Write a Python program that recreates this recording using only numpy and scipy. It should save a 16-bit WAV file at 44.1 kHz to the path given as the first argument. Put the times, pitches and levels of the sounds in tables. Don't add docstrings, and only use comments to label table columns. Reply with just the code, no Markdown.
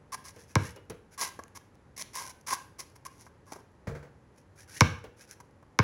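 import sys
import numpy as np
from scipy import signal
from scipy.fft import rfft, irfft, next_fast_len
from scipy.io import wavfile
from scipy.ndimage import uniform_filter1d, map_coordinates

SR = 44100
rng = np.random.default_rng(int(sys.argv[2]) if len(sys.argv) > 2 else 0)


def master_out(mix):
    frames = np.transpose(np.atleast_2d(mix))
    ceiling = np.clip(frames, -1, 1)
    pcm = np.round(ceiling * 32767).astype(np.int16)
    wavfile.write(sys.argv[1], SR, pcm)


N = 257103

# frequency in Hz, level in dB per Hz.
GRIT = [(300, -27), (1200, -22.5), (2100, 1.5), (2800, -9.5), (3600, -8), (4500, -4.5), (5800, 4),
        (7500, -5), (11000, 0.5), (15500, -16.5)]
# frequency in Hz, level in dB per Hz.
HEEL = [(80, -29.5), (160, -8.5), (350, -3.5), (600, -4), (1000, -6.5), (3000, -36.5)]
# frequency in Hz, width in Hz, level in dB.
SOLE = [(910, 240, 1), (1093, 79, 12.5), (1656, 33, 6.5), (2080, 43, -3), (3209, 340, -26)]
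# frequency in Hz, level in dB, time to fade by 60 dB in seconds.
CAVITY = [(93, 1, 0.51), (480, 0, 0.62), (950, -10, .14), (1100, -11, 0.16), (1410, -8.5, 0.39),
          (2050, -13.5, .12)]


def amp(db):
    return 10 ** (np.asarray(db) / 20)


def unit(x):
    return x / np.sqrt(np.mean(x ** 2) + 1e-20)


def along(points, hz):
    point_hz, values = np.transpose(points)
    return np.interp(np.log(hz + 1), np.log(point_hz + 1), values)


def filtered(x, response):
    size = next_fast_len(len(x) + SR // 4)
    spectrum = rfft(x, size) * response(np.fft.rfftfreq(size, 1 / SR))
    return irfft(spectrum, size)[:len(x)]


def coloured(x, spectrum):
    return unit(filtered(x, lambda f: amp(along(spectrum, f))))


def peak(f, hz, width):
    return 1j * f * width / (hz * hz - f * f + 1j * f * width)


def body(modes, f):
    return sum((-1) ** k * amp(db) * peak(f, hz, width) for k, (hz, width, db) in enumerate(modes))


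def second():
    return np.arange(SR) / SR


def fade(t60):
    return np.exp(-np.log(1000) * second() / max(t60, 1e-4))


def onset(rise):
    return 1 - np.exp(-second() / max(rise, 1e-5))


def noise():
    return rng.standard_normal(SR)


def ring(modes):
    total = np.zeros(SR)
    for hz, db, t60 in modes:
        tone = np.sin(2 * np.pi * (hz * second() + rng.random()))
        total += amp(db + rng.normal()) * fade(t60) * tone
    return total


def add(track, s, sound):
    i = max(round(s * SR), 0)
    track[i:i + len(sound)] += sound[:len(track) - i]


def thump(rest_hz, extra_hz, glide, crest, spread):
    t = second()
    cycles = rest_hz * t + extra_hz * glide * (1 - np.exp(-t / glide))
    swell = np.exp(-.5 * (np.log((t + 1e-6) / crest) / spread) ** 2)
    return np.sin(2 * np.pi * cycles) * swell


def air():
    # frequency in Hz, level in dB per Hz.
    air_colour = [(15, -39.5), (25, -8), (92, 5), (206, -4), (354, -6), (575, -8), (659, -16), (840, -11),
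                  (1190, -17), (1520, -19), (1840, -20), (2550, -27.5), (3430, -32.5), (11300, -37),
                  (16000, -64.5)]
    level_db = -58.5
    drift = np.interp(np.arange(N), np.linspace(0, N, num=18), rng.standard_normal(size=18))
    return amp(level_db + 0.35 * drift) * coloured(rng.standard_normal(N), air_colour)


def slides():
    # start in seconds, length in seconds,
    # share of the length before the hardest push, grit level in dB, rubber level in dB.
    scuff_rows = [(0.12, 0.033, 0.75, -34, -32.5), (0.241, 0.05, 0.35, -45.5, -50.5),
                  (0.277, 0.03, 0.29, -43, -53.5), (1.176, .11, 0.39, -32, -36.5),
                  (1.548, 0.031, 1, -42.5, -46), (1.963, 0.068, 0.76, -37, -53.5),
                  (2.132, 0.18, 0.18, -38.5, -42), (2.464, 0.089, 0.77, -31.5, -33),
                  (2.784, 0.041, 0.26, -37, -46), (2.952, 0.022, .4, -56.5, -56.5),
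                  (3.05, 0.025, 0.1, -41, -42), (3.105, 0.18, 0.65, -58.5, -69),
                  (3.457, 0.15, 0.55, -57.5, -52.5)]
    # start in seconds, length in seconds, grit level in dB.
    drag_rows = [(0.336, .12, -56.5), (0.455, .09, -59.5), (0.577, .14, -47), (1.107, 0.053, -56.5),
                 (4.337, .08, -66.5), (4.555, 0.089, -53), (4.675, .16, -45), (5.165, .09, -53.5),
                 (5.274, 0.068, -50.5)]
    scuff_touch_db, scuff_hz, scuff_glide_hz_per_s = -12, 1099, -550
    drag_touch_db, drag_hz, drag_glide_hz_per_s = -15.5, 1437, 4500
    drag_crest, drag_rubber_db = .6, -6
    rows = [(*row, scuff_touch_db, scuff_hz, scuff_glide_hz_per_s) for row in scuff_rows]
    for s, length, grit_db in drag_rows:
        rows.append((s, length, drag_crest, grit_db, grit_db + drag_rubber_db,
                     drag_touch_db, drag_hz, drag_glide_hz_per_s))
    return rows


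def grains(rate, spread_db):
    happens = rng.random(SR) < rate / SR
    return happens * rng.choice([-1, 1], SR) * amp(spread_db * rng.standard_normal(SR))


def rubber(x):
    return unit(filtered(x, lambda f: body(SOLE, f)))


def sliding_soles():
    out, t = np.zeros(N), second()
    lift_db = -12.5
    for s, length, crest, grit_db, rubber_db, touch_db, start_hz, glide in slides():
        hardest = length * np.clip(crest, .05, .95)
        push_db = np.interp(t, [0, hardest, length], [touch_db, 0, lift_db])
        contact = onset(.0015) * np.exp(-np.maximum(t - length, 0) / .007)
        slips_db = 1.9 * unit(uniform_filter1d(noise(), size=260))
        grit = coloured(grains(rate=2600, spread_db=3.0), GRIT) + amp(-16.5) * coloured(noise(), HEEL)
        speed = (start_hz + glide * np.minimum(t, length)) / SOLE[1][0]
        steady = rubber(grains(rate=830, spread_db=1.5))
        shudder = map_coordinates(steady, [np.cumsum(speed)], mode="wrap")
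        slide = amp(grit_db) * grit + amp(rubber_db) * shudder
        add(out, s, slide * contact * amp(push_db + slips_db))
    return out


def footsteps():
    # time in seconds, rubber tap level in dB, weight level in dB, grit level in dB.
    steps = [(1.39, -32, -32.5, -45), (3.264, -39, -50, -53.5), (3.520, -47, -32.5, -37),
             (3.558, -119, -35.5, -50), (5.401, -41, -50, -45.5), (5.625, -46.5, -48, -67)]
    out = np.zeros(N)
    for s, tap_db, weight_db, grit_db in steps:
        step = amp(tap_db) * rubber(noise())
        step += amp(weight_db) * coloured(noise(), HEEL)
        step += amp(grit_db) * coloured(noise(), GRIT)
        add(out, s, step * fade(0.039) * onset(0.002))
    return out


def loose_grit(count=3):
    skitter_s = 0.2
    skitter_db, spread_db = -9, 5.5
    top_db = -50
    stones = []
    for s, length, _, grit_db, *_ in slides():
        for _ in range(count):
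            level_db = min(grit_db + skitter_db, top_db) + spread_db * rng.normal()
            stones.append((s + length + skitter_s * rng.random(), level_db))
    return stones


def stones():
    # time in seconds, level in dB.
    pops = [(1.2434, -19), (1.4371, -31), (2.0228, -21), (2.1545, -18), (2.5444, -20), (3.2106, -35),
            (3.5339, -33), (5.3118, -30)]
    out = np.zeros(N)
    for s, db in [*pops, *loose_grit()]:
        add(out, s, amp(db - 4) * coloured(noise(), GRIT) * fade(.004))
    return out


def hands():
    # time in seconds, pat level in dB, smack level in dB, ring level in dB.
    touches = [(0.362, -46.5, -53, -77), (0.761, -43.5, -49, -57), (0.898, -35, -37.5, -56.5),
               (5.04, -38, -52, -60)]
    # frequency in Hz, level in dB per Hz.
    palm = [(60, -11), (120, -1), (280, -12.5), (470, -2.5), (700, -17), (1100, -18.5), (2500, -25.5),
            (8000, -43)]
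    # time in seconds, frequency in Hz, level in dB,
    # time to fade by 60 dB in seconds.
    ping = (0.765, 2888, -60, .45)
    out = np.zeros(N)
    for s, pat_db, smack_db, ring_db in touches:
        pat = amp(pat_db) * coloured(noise(), palm) * fade(0.15) * onset(0.0025)
        smack = amp(smack_db) * coloured(noise(), GRIT) * fade(0.036) * onset(0.0003)
        add(out, s, pat + smack + amp(ring_db) * ring(CAVITY) * onset(0.0041))
    s, *note = ping
    add(out, s, ring([note]) * onset(.002))
    return out


def crack():
    # frequency in Hz, width in Hz, level in dB.
    snap = [(3560, 1200, -18), (5800, 4200, -5.5), (10800, 1800, -25.5)]
    blow = amp(-31) * noise() * fade(.03)
    blow[round(.0004 * SR)] += 1
    return filtered(blow, lambda f: body(snap, f) * peak(f, 6900, 6900))


def slap(lag, wall_delay, wall_db, wall_hz, scatter_db, scatter_t60):
    # frequency in Hz, width in Hz, level in dB.
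    skin_modes = [(245, 140, 0), (318, 230, -0.5), (485, 61, 0), (617, 17, -10), (1021, 215, 10.5),
                  (1041, 370, 7.5), (1616, 150, -1.5), (2210, 140, -2), (3360, 3600, -17),
                  (5400, 1100, -11)]
    blow = amp(scatter_db) * noise() * fade(scatter_t60)
    blow[0] += 1

    def response(f):
        bending = np.exp(-4j * np.pi * lag * np.sqrt(f * 1000))
        echo = amp(wall_db) * np.exp(-2j * np.pi * f * wall_delay) / (1 + 1j * f / wall_hz) ** 2
        return body(skin_modes, f) * bending * (1 + echo)

    return filtered(blow, response)


def bounces():
    # time in seconds, slap level in dB, thump level in dB, crack level in dB,
    # brightness of the slap in dB per octave.
    hits = [(0.5545, 21, -14.5, 8.5, -1.6), (4.8075, 26.5, -11, 15.5, .7), (5.7888, 24, -14.5, 5, -.6)]
    out = np.zeros(N)
    push = thump(rest_hz=92, extra_hz=447, glide=.006, crest=.0165, spread=.4)
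    for s, slap_db, thump_db, crack_db, tilt in hits:
        skin = slap(lag=.0017, wall_delay=.0093, wall_db=-5, wall_hz=2800, scatter_db=-33, scatter_t60=.07)
        skin = filtered(skin, lambda f: amp(tilt * np.log2((f + 100) / 1000)))
        hum = amp(-68.0) * ring(CAVITY) * onset(0.0012)
        add(out, s, amp(crack_db) * crack() + amp(thump_db) * push)
        add(out, s, amp(slap_db) * (skin + hum))
    return out


def hoop():
    # time in seconds, ring level in dB, rattle level in dB.
    hits = [(3.871, -35, -35.5), (3.950, -49, -42.5), (4.027, -71, -48.5)]
    # frequency in Hz, level in dB, time to fade by 60 dB in seconds.
    hoop_modes = [(86, -9, .5), (145, 1, .65), (215, -12, .4), (463, -5, .3), (510, -11, .22),
                  (953, -22, .3), (1550, -24, .3)]
    # frequency in Hz, level in dB per Hz.
    rattle = [(200, 0), (500, 8.5), (800, -6.5), (1600, -4), (2200, -8), (3000, -21), (6000, -21),
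              (15000, -30.5)]
    out = np.zeros(N)
    for s, ring_db, rattle_db in hits:
        add(out, s, amp(ring_db) * ring(hoop_modes) * onset(0.005))
        add(out, s, amp(rattle_db) * coloured(noise(), rattle) * fade(0.25) * onset(0.00033))
    thud = thump(rest_hz=87.5, extra_hz=282.7, glide=0.0057, crest=0.012, spread=0.29)
    add(out, hits[0][0], amp(-24) * thud)
    return out


def yard(x, build):
    # frequency in Hz, time to fade by 60 dB in seconds.
    yard_t60 = [(100, 0.38), (500, 0.35), (1500, 0.43), (5000, 0.38), (12000, 0.4)]
    # frequency in Hz, level in dB.
    yard_gain = [(70, 0.5), (110, -13), (300, -9), (700, -9.5), (1050, -15), (1550, -8.5), (2100, -15),
                 (2800, -6.5), (5500, -17.5), (12000, -16.5)]
    out = np.zeros(N)
    for i in np.arange(0, N, SR // 2):
        hz, t, z = signal.stft(noise(), SR, nperseg=256)
        decay = amp(-60 * t / along(yard_t60, hz)[:, None])
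        z = z * decay * (1 - np.exp(-(t / build) ** 2))
        tail = signal.istft(z, SR, nperseg=256)[1]
        tail = filtered(tail / np.linalg.norm(tail), lambda f: amp(along(yard_gain, f)))
        add(out, i / SR, signal.fftconvolve(x[i:i + SR // 2], tail))
    return out


def scene():
    shoes = sliding_soles() + footsteps() + stones()
    play = shoes + hands() + bounces() + hoop()
    return (play + yard(play, build=0.024) + air())[None]


def record(dry):
    # frequency in Hz, width in Hz, depth from 0 to 1.
    dips = [(8360, 1200, .7), (12740, 3000, 0.9)]
    low_hz, top_hz = 40.3, 16000

    def response(f):
        port = np.prod([1 - np.clip(depth, 0, 1) * peak(f, hz, width) for hz, width, depth in dips], axis=0)
        bass = 1 - 1 / (1 + (f / low_hz) ** 4)
        top = np.clip((top_hz - f) / 300 + .5, 0, 1)
        return port * bass * top

    return filtered(dry[0], response)[None]


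dry = scene()
out = record(dry)
master_out(out)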